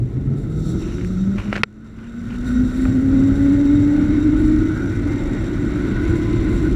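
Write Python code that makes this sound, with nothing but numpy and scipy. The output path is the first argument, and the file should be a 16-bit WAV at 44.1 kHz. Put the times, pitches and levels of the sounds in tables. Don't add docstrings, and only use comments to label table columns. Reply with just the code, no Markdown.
import sys
import numpy as np
from scipy import signal
from scipy.fft import rfft, irfft, next_fast_len
from scipy.io import wavfile
from scipy.ndimage import uniform_filter1d, minimum_filter1d, map_coordinates

SR = 44100
rng = np.random.default_rng(int(sys.argv[2]) if len(sys.argv) > 2 else 0)


def file_out(sig):
    cols = np.atleast_2d(sig).T
    lim = np.clip(cols, -1, 1)
    pcm = np.round(lim * 32767).astype(np.int16)
    wavfile.write(sys.argv[1], SR, pcm)


N = 297756

STRANDS_PER_TURN = 23
# peak t/s, rise/s, fall/s, change of the drone/dB
ROUGH_SPELLS = [(1.75, 0.37, 0.14, -14), (2.62, 0.15, 0.23, 7.5), (4.27, 0.23, 0.43, 7),
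                (6.25, 0.49, 0.35, 1.5)]


def amp(db):
    return 10 ** (np.asarray(db) / 20)


def unit(x):
    return x / np.sqrt(np.mean(np.abs(x) ** 2) + 1e-20)


def along(points, hz):
    f, v = np.transpose(points)
    return np.interp(np.log(hz + 1), np.log(f + 1), v)


def envelope(points):
    times, values = np.transpose(points)
    return np.interp(np.arange(N) / SR, times, values)


def swell(peak_s, rise_s, fall_s):
    t = np.arange(N) / SR - peak_s
    return np.exp(-(t / np.where(t < 0, rise_s, fall_s)) ** 2)


def lifts(events):
    return sum(db * swell(s, rise, fall) for s, rise, fall, db in events)


def with_speed(pitch_hz, full_db, db_per_octave, full_hz):
    return full_db + db_per_octave * np.minimum(np.log2(pitch_hz / full_hz), 0)


def wobble(rate, step=12):
    knots = rng.standard_normal(4096)
    grid = np.arange(0, N + step, step)
    return np.interp(np.arange(N), grid, map_coordinates(knots, [grid * rate / SR], mode="wrap"))


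def filtered(x, response):
    size = next_fast_len(N + SR // 2)
    return irfft(rfft(x, size) * response(np.fft.rfftfreq(size, 1 / SR)), size)[:N]


def equalised(x, colour):
    return filtered(x, lambda hz: amp(along(colour, hz)))


def impulse_response(colour, size=1024):
    cepstrum = irfft(np.log(amp(along(colour, np.fft.rfftfreq(size, 1 / SR)))))
    cepstrum[1:size // 2] *= 2
    cepstrum[size // 2 + 1:] = 0
    return irfft(np.exp(rfft(cepstrum)))


def rig_noise(colour):
    # f/Hz, width/Hz, lift/dB
    resonances = [(31, 8, 4), (54, 12, 5), (108, 20, 3), (166, 16, -4), (192, 16, 6), (1310, 90, 4),
                  (1465, 140, 7), (1870, 70, 5), (2090, 200, 4), (2700, 120, 3), (3100, 150, -2),
                  (3740, 260, 5), (4230, 120, 3), (4700, 150, 2), (5100, 300, -1), (5530, 240, 6.5),
                  (5880, 240, 7), (6230, 200, -3), (7200, 220, 4), (7530, 320, 7), (8490, 200, 5),
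                  (9480, 400, 4), (12120, 300, 8), (13400, 550, 5)]

    def response(hz):
        lift_db = sum(db / (1 + 2 * ((hz - f) / width) ** 2) ** 2 for f, width, db in resonances)
        return amp(along(colour, hz) + lift_db)

    return unit(filtered(rng.standard_normal(N), response))


def fuzzy_tones(phase, tones):
    return sum(amp(db) * unit(wobble(width) * np.cos(k * phase) + wobble(width) * np.sin(k * phase))
               for k, width, db in tones)


def whine(pitch_hz, phase, flutter_db=1.06, jitter_rad=0.53, judder_flutter_db=2.0, smear_db=-15):
    # t/s, level/dB
    levels = [(0, -19.5), (.73, -26), (.88, -44), (1.05, -26.5), (1.27, -16.5), (1.44, -27), (1.95, -31),
              (2.2, -25), (2.36, -29), (2.61, -16), (2.95, -17.5), (3.25, -14.5), (3.72, -12.5),
              (4.03, -18), (4.55, -16.5), (5.03, -36.5), (5.95, -33), (6.13, -23), (6.75, -31)]
    # t/s, way in/s, way out/s, change/dB
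    dips = [(.11, 0.028, 0.035, -21), (.225, 0.026, 0.026, -14), (.43, 0.037, 0.052, -17),
            (1.4, .02, 0.028, -16), (2.74, 0.068, 0.035, -9.5), (3.34, 0.033, 0.073, -5.5)]
    # peak t/s, rise/s, fall/s
    judder_span = (0.36, 0.34, 0.52)
    # multiple of the pitch, width/Hz, relative level/dB
    drone_tones = [(.77, 20, -4.5), (0.859, 14, -6.5), (0.901, 9, 0), (.97, 7, -15.5), (1.092, 16, -10),
                   (1.001, 97, -3)]
    # multiple of the pitch, width/Hz, level/dB
    judder_tones = [(0.919, 21.43, -32), (1.56, 34.5, -42.5), (2.43, 35.7, -49.5)]
    level_db = envelope(levels) + lifts(dips)
    judder = swell(*judder_span)
    shaky_phase = phase + jitter_rad * wobble(25)
    tremble_db = flutter_db * wobble(30) + judder_flutter_db * judder * wobble(65)
    tone = amp(level_db + tremble_db) * np.sin(shaky_phase)
    drone_db = with_speed(pitch_hz, full_db=-25.0, db_per_octave=22, full_hz=326) + lifts(ROUGH_SPELLS)
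    drone_gain = np.hypot(amp(drone_db), amp(level_db + smear_db))
    drone = drone_gain * unit(fuzzy_tones(shaky_phase, drone_tones))
    harmonics = np.sqrt(2) * (tone + overtones(pitch_hz, phase, judder))
    return harmonics + drone + judder * fuzzy_tones(phase, judder_tones)


def overtones(pitch_hz, phase, judder, judder_db=7, flutter_db=2.2, jitter_rad=0.33, db_per_octave=-7):
    # multiple of the pitch, base level at 500 Hz/dB
    partials = [(2, -54.5), (3, -57.5)]
    # multiple of the pitch, f/Hz, half width/Hz, lift/dB
    resonances = [(2, 345, 40, 17), (2, 562, 36, 16), (3, 458, 22, 5), (3, 585, 18, 10), (3, 845, 60, 11),
                  (3, 1012, 19, 19)]
    out = np.zeros(N)
    for k, base_db in partials:
        hz = k * pitch_hz
        flare_db = sum(db * np.exp(-((hz - f) / width) ** 2)
                       for multiple, f, width, db in resonances if multiple == k)
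        tilt_db = db_per_octave * np.log2(hz / 500)
        gain = amp(base_db + tilt_db + flare_db + judder_db * judder + flutter_db * wobble(30))
        out += gain * np.sin(k * (phase + jitter_rad * wobble(25)))
    return out


def rolling(pitch_hz, phase, bearing_db=-3.0):
    # f/Hz, relative level/dB
    rush_colour = [(30, -64.5), (200, -22), (450, 3), (600, 6.5), (750, -4.5), (950, -1.5), (1200, 0),
                   (1450, -8.5), (1700, -1), (2200, -3.5), (2450, -8.5), (3000, -13), (4000, -13),
                   (8000, -54.5), (14000, -120)]
    # multiple of the pitch, width/Hz, relative level/dB
    bearing_tones = [(5.8, 25, -11), (6.1, 25, -9), (6.55, 14, -8.5), (7.02, 22, -12.5), (7.18, 14, -8.5),
                     (7.57, 16, -8.5)]
    # f/Hz, gain/dB
    bearing_band = [(1550, -18.5), (1780, -8), (1870, 0), (1950, -3.5), (2060, 2), (2190, -1), (2300, -7),
                    (2600, -16.5)]
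    bumps = wobble(70)
    roll_db = with_speed(pitch_hz, full_db=-41.0, db_per_octave=12, full_hz=309.0)
    rush = amp(bumps + 1.5 * wobble(8)) * rig_noise(rush_colour)
    plates = side_plates(pitch_hz, bumps)
    hiss = bearing_hiss(pitch_hz, bumps)
    bearing = equalised(fuzzy_tones(phase, bearing_tones), bearing_band)
    return amp(roll_db) * (rush + amp(bearing_db) * bearing) + plates + hiss


def side_plates(pitch_hz, bumps):
    # f/Hz, relative level/dB
    high_colour = [(400, -120), (1000, -54.5), (1270, -7.5), (1460, 4), (1600, -0.5), (1900, -48),
                   (4000, -120)]
    # f/Hz, relative level/dB
    low_colour = [(700, -68.5), (1130, -19.5), (1300, 1.5), (1420, -4), (1750, -28), (2080, -12.5),
                  (2400, -31), (4000, -82)]
    # peak t/s, rise/s, fall/s, lift/dB
    swells = [(2.58, .14, 0.073, 4.5), (3.98, 0.088, .06, 2), (4.76, 0.067, .15, 8), (5.95, 0.092, 0.19, 4),
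              (6.67, 0.013, 0.02, 9)]
    high_db = with_speed(pitch_hz, full_db=-43.5, db_per_octave=23.5, full_hz=262.0) + lifts(swells)
    low_db = with_speed(pitch_hz, full_db=-50.0, db_per_octave=40, full_hz=160)
    ring = amp(high_db) * rig_noise(high_colour) + amp(low_db) * rig_noise(low_colour)
    return ring * amp(0.55 * bumps + 1.7 * wobble(35))


def bearing_hiss(pitch_hz, bumps):
    # f/Hz, relative level/dB
    colour = [(300, -61.5), (1500, -10), (3000, -1), (4200, -4.5), (5000, -6.5), (6500, -5), (7800, -9),
              (8200, -12.5), (9000, -16.5), (9700, -12.5), (10400, -11), (10900, -23.5), (14400, -20.5),
              (15100, -32)]
    level_db = with_speed(pitch_hz, full_db=-52.5, db_per_octave=11, full_hz=269)
    return amp(level_db + 0.25 * bumps + 2.8 * wobble(300)) * rig_noise(colour)


def wind(pitch_hz, buffet_db=2.0, strength_share=0.6, rough_share=0.63):
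    # t/s, strength/dB
    strength = [(0, -27), (.7, -25), (.95, -26.5), (1.5, -29), (2.45, -30), (2.95, -22), (3.8, -23.5),
                (4.3, -23.5), (5.2, -26), (5.6, -23), (6.5, -21.5), (6.75, -21)]
    # peak t/s, rise/s, fall/s, change/dB
    gusts = [(.757, 0.012, 0.0064, 6.5), (2.13, 0.09, 0.22, -2), (4.61, 0.05, 0.036, 3.5)]
    # f/Hz, relative level/dB
    thud_colour = [(3, -58), (12, -23), (24, 13.5), (32, 20.5), (56, 23.5), (72, 11), (130, -58),
                   (600, -120)]
    # f/Hz, relative level/dB
    buffet_colour = [(10, -60.5), (35, -2), (65, -6), (90, 2), (125, 0), (170, -5.5), (240, -4),
                     (340, -7.5), (420, -15), (500, -24.5), (800, -33.5), (2000, -68.5), (6000, -120)]
    strength_db = envelope(strength) + lifts(gusts)
    thud_db = with_speed(pitch_hz, full_db=-28.0, db_per_octave=4.0, full_hz=332)
    thud_db += strength_share * (strength_db - strength_db.mean()) + rough_share * lifts(ROUGH_SPELLS)
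    thud = amp(thud_db + 0.78 * wobble(13)) * rig_noise(thud_colour)
    buffet = amp(strength_db + buffet_db + 0.91 * wobble(14)) * rig_noise(buffet_colour)
    return thud + buffet


def forest(level_db=-60.0):
    # f/Hz, relative level/dB
    colour = [(300, 6), (1300, 3.5), (2800, -10.5), (5000, -22.5), (9000, -15), (15000, -21.5)]
    return amp(level_db) * unit(equalised(rng.standard_normal(N), colour))


def flange(pitch_hz, phase, turn_db=2, chatter_db=2):
    # peak t/s, rise/s, fall/s, level/dB
    scrapes = [(.38, 0.024, 0.14, -59), (.7, 0.15, 0.19, -50), (1.0, 0.13, 0.22, -57),
               (2.48, 0.024, 0.059, -49.5), (2.8, 0.19, 0.13, -50), (3.401, .25, 0.39, -58),
               (4.43, .08, 0.095, -52.5), (6.13, 0.098, 0.094, -52), (6.6, 0.18, 0.12, -52.5)]
    # f/Hz, relative level/dB
    colour = [(900, -40.5), (1300, 1), (1700, -12), (3000, -19), (3700, 1.5), (4300, -1.5), (5000, -10),
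              (6400, -11.5), (7600, -1), (8300, -13), (9000, -14), (9700, -6), (10400, -11), (11000, -24.5),
              (14200, -15), (15100, -21.5)]
    graze = amp(with_speed(pitch_hz, full_db=-64.5, db_per_octave=18, full_hz=255))
    flares = sum(amp(db) * swell(s, rise, fall) for s, rise, fall, db in scrapes)
    pulsing = amp(turn_db * np.sin(phase / STRANDS_PER_TURN) + chatter_db * wobble(45))
    return np.hypot(graze, flares) * unit(pulsing * rig_noise(colour))


def cable_zing(peak_s=0.69, rise_s=0.11, fall_s=0.68, level_db=-53):
    # f/Hz, relative level/dB
    colour = [(1500, -52), (2080, -12), (2500, -14), (3400, -1.5), (4200, -1), (4900, -11.5), (5400, -0.5),
              (6300, 0.5), (6900, -8.5), (9000, -40.5)]
    return amp(level_db + 1.4 * wobble(30)) * swell(peak_s, rise_s, fall_s) * rig_noise(colour)


def wheel_ring(phase, turn_db=4, shared_db=2.0, own_db=2):
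    # f/Hz, width/Hz, relative level/dB
    modes = [(3750, 180, 0), (5550, 170, -9), (5890, 150, -7), (7235, 150, -10), (7520, 150, -4.5)]
    # t/s, level/dB
    levels = [(0, -85), (.5, -74), (.72, -59), (1.1, -64.5), (2.36, -65), (2.47, -57.5), (2.85, -59),
              (3.1, -61), (4.45, -59.5), (5.2, -60.5), (6.75, -64)]
    level_db = envelope(levels) + turn_db * np.sin(phase / STRANDS_PER_TURN) + shared_db * wobble(10)
    one_hz_phase = 2 * np.pi * np.arange(N) / SR
    ring = sum(amp(own_db * wobble(9)) * fuzzy_tones(one_hz_phase, [mode]) for mode in modes)
    return amp(level_db) * ring


def straps(fade_s=0.031, grain_db=3):
    # start/s, end/s, level/dB
    rubs = [(0.807, 0.95, -46), (0.968, 1.048, -50), (1.376, 1.422, -38.5), (1.416, 1.515, -44.5),
            (1.526, 1.594, -35.5), (1.97, 2.08, -45), (2.295, 2.364, -44)]
    # f/Hz, relative level/dB
    colour = [(40, -52), (300, -19), (1000, -3), (1800, -6), (2300, -5.5), (2850, -3.5), (3300, -16),
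              (6000, -25), (12000, -39), (16000, -78.5)]
    t = np.arange(N) / SR
    strokes = sum(amp(db) * np.clip(np.minimum(t - start, end - t) / fade_s + .5, 0, 1)
                  for start, end, db in rubs)
    grain = amp(grain_db * wobble(180))
    return strokes * unit(grain * equalised(rng.standard_normal(N), colour))


def knocks(rattle=0.33):
    # t/s, peak/dB, t60/s, low cut/Hz, high cut/Hz
    hits = [(0.9835, -30, 0.012, 1900, 3300), (1.011, -28, 0.014, 1900, 3300),
            (1.048, -25, 0.0057, 1900, 13000), (1.383, -24, 0.025, 600, 3560),
            (1.528, -5.5, 0.012, 280, 3770), (1.5305, -15.5, 0.0094, 250, 6000),
            (1.5555, -15, 0.008, 300, 5200), (1.5601, -15, 0.0093, 294, 6000),
            (1.5641, -13, 0.0095, 300, 7000), (1.5758, -16.5, 0.009, 300, 5500),
            (1.5806, -16, 0.011, 300, 5200), (2.8535, -18, 0.0099, 1600, 2000),
            (2.857, -24, 0.032, 650, 785), (3.31, -29, .005, 1400, 3500)]
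    # f/Hz, relative level/dB
    colour = [(100, -2), (350, 6), (700, -0.5), (1000, -9), (1450, 4.5), (1800, -1), (2250, -0.5),
              (2700, -5.5), (3200, -14.5), (5000, -15.5), (8000, -21), (15000, -35)]
    out, t = np.zeros(N + SR), np.arange(SR // 20) / SR
    body = impulse_response(colour)
    for s, db, t60, low_cut_hz, high_cut_hz in hits:
        force = (t == 0) + rattle * rng.standard_normal(len(t)) * amp(-60 * t / t60)
        force = signal.sosfilt(signal.butter(4, high_cut_hz, fs=SR, output="sos"), force)
        force = signal.sosfilt(signal.butter(2, low_cut_hz, "high", fs=SR, output="sos"), force)
        knock = signal.fftconvolve(force, body)
        out[round(s * SR):][:len(knock)] += amp(db) * knock / np.abs(knock).max()
    return out[:N]


def clack(crack_db=-33, crack_t60=0.005, attack_s=0.00037):
    # t/s, gain/dB
    blows = [(1.6343, 19), (1.638, -7)]
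    # f/Hz, relative level/dB, t60/s
    modes = [(170, -15, .028), (450, -14, .022), (1150, -14, .012), (1400, -5, .014), (1980, -3, .009),
             (2240, -1, .008), (2520, -2, .009), (3000, -10, .009), (3650, -13, .011), (4150, -14, .011),
             (4750, -14, .011), (5450, -19, .01)]
    out, t = np.zeros(N + SR), np.arange(SR // 10) / SR
    ring = sum(amp(db - 60 * t / t60) * np.sin(2 * np.pi * hz * t) for hz, db, t60 in modes)
    ring *= 1 - np.exp(-t / attack_s)
    for s, db in blows:
        crack = amp(crack_db - 60 * t / crack_t60) * rng.standard_normal(len(t))
        out[round(s * SR):][:len(t)] += amp(db) * (ring + crack)
    return out[:N]


def hollow_ring():
    # peak t/s, rise/s, fall/s, level/dB
    swells = [(3.35, .15, 0.13, -51.5), (3.95, .08, 0.11, -40.5), (4.38, .1, 0.096, -46),
              (4.85, 0.11, 0.12, -47), (5.24, 0.2, 0.23, -42.5)]
    # f/Hz, relative level/dB
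    colour = [(350, -40), (500, -6.5), (560, 6.5), (620, -6.5), (700, -10.5), (800, -1.5), (900, -2.5),
              (1020, -22), (1600, -60)]
    return sum(amp(db) * swell(s, rise, fall) for s, rise, fall, db in swells) * rig_noise(colour)


def cable_rasp(grain_db=1.5):
    # t/s, level/dB
    levels = [(5.75, -72), (5.88, -49), (6.15, -47.5), (6.4, -46), (6.75, -52)]
    # f/Hz, relative level/dB
    colour = [(850, -24), (1020, 8), (1110, 6), (1250, -12), (1800, -7.5), (2080, 4), (2500, -2),
              (3300, -5), (4200, -8), (5000, -16), (7500, -24), (11000, -38), (15000, -54.5)]
    return amp(envelope(levels) + grain_db * wobble(60)) * rig_noise(colour)


def scene():
    # t/s, f/Hz
    strand_rate = [(0, 120), (.52, 153), (.8, 166), (1.3, 194), (1.95, 225), (2.5, 248), (3, 263.5),
                   (3.5, 281), (4, 295.5), (4.5, 308), (5, 319), (5.6, 327.5), (6.2, 336), (6.75, 343)]
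    pitch_hz = envelope(strand_rate)
    phase = 2 * np.pi * np.cumsum(pitch_hz) / SR
    trolley = whine(pitch_hz, phase) + rolling(pitch_hz, phase) + flange(pitch_hz, phase)
    ride = trolley + wheel_ring(phase) + cable_rasp() + hollow_ring() + cable_zing()
    return (ride + wind(pitch_hz) + forest() + straps() + knocks() + clack())[None]


def limiter(x, threshold=1.15, release_db_per_s=21, hold_samples=1100):
    over_db = 20 * np.log10(np.maximum(np.abs(x) / threshold, 1))
    climb_db = release_db_per_s * np.arange(N) / SR
    gain = amp(climb_db - np.maximum.accumulate(over_db + climb_db))
    smooth_gain = uniform_filter1d(minimum_filter1d(gain, hold_samples), hold_samples // 2)
    return np.clip(x * smooth_gain, -1, 1)


def record(dry):
    top_hz = 14900
    return filtered(limiter(dry[0]), lambda hz: 1 / np.sqrt(1 + (hz / top_hz) ** 70))[None]


dry = scene()
out = record(dry)
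file_out(out)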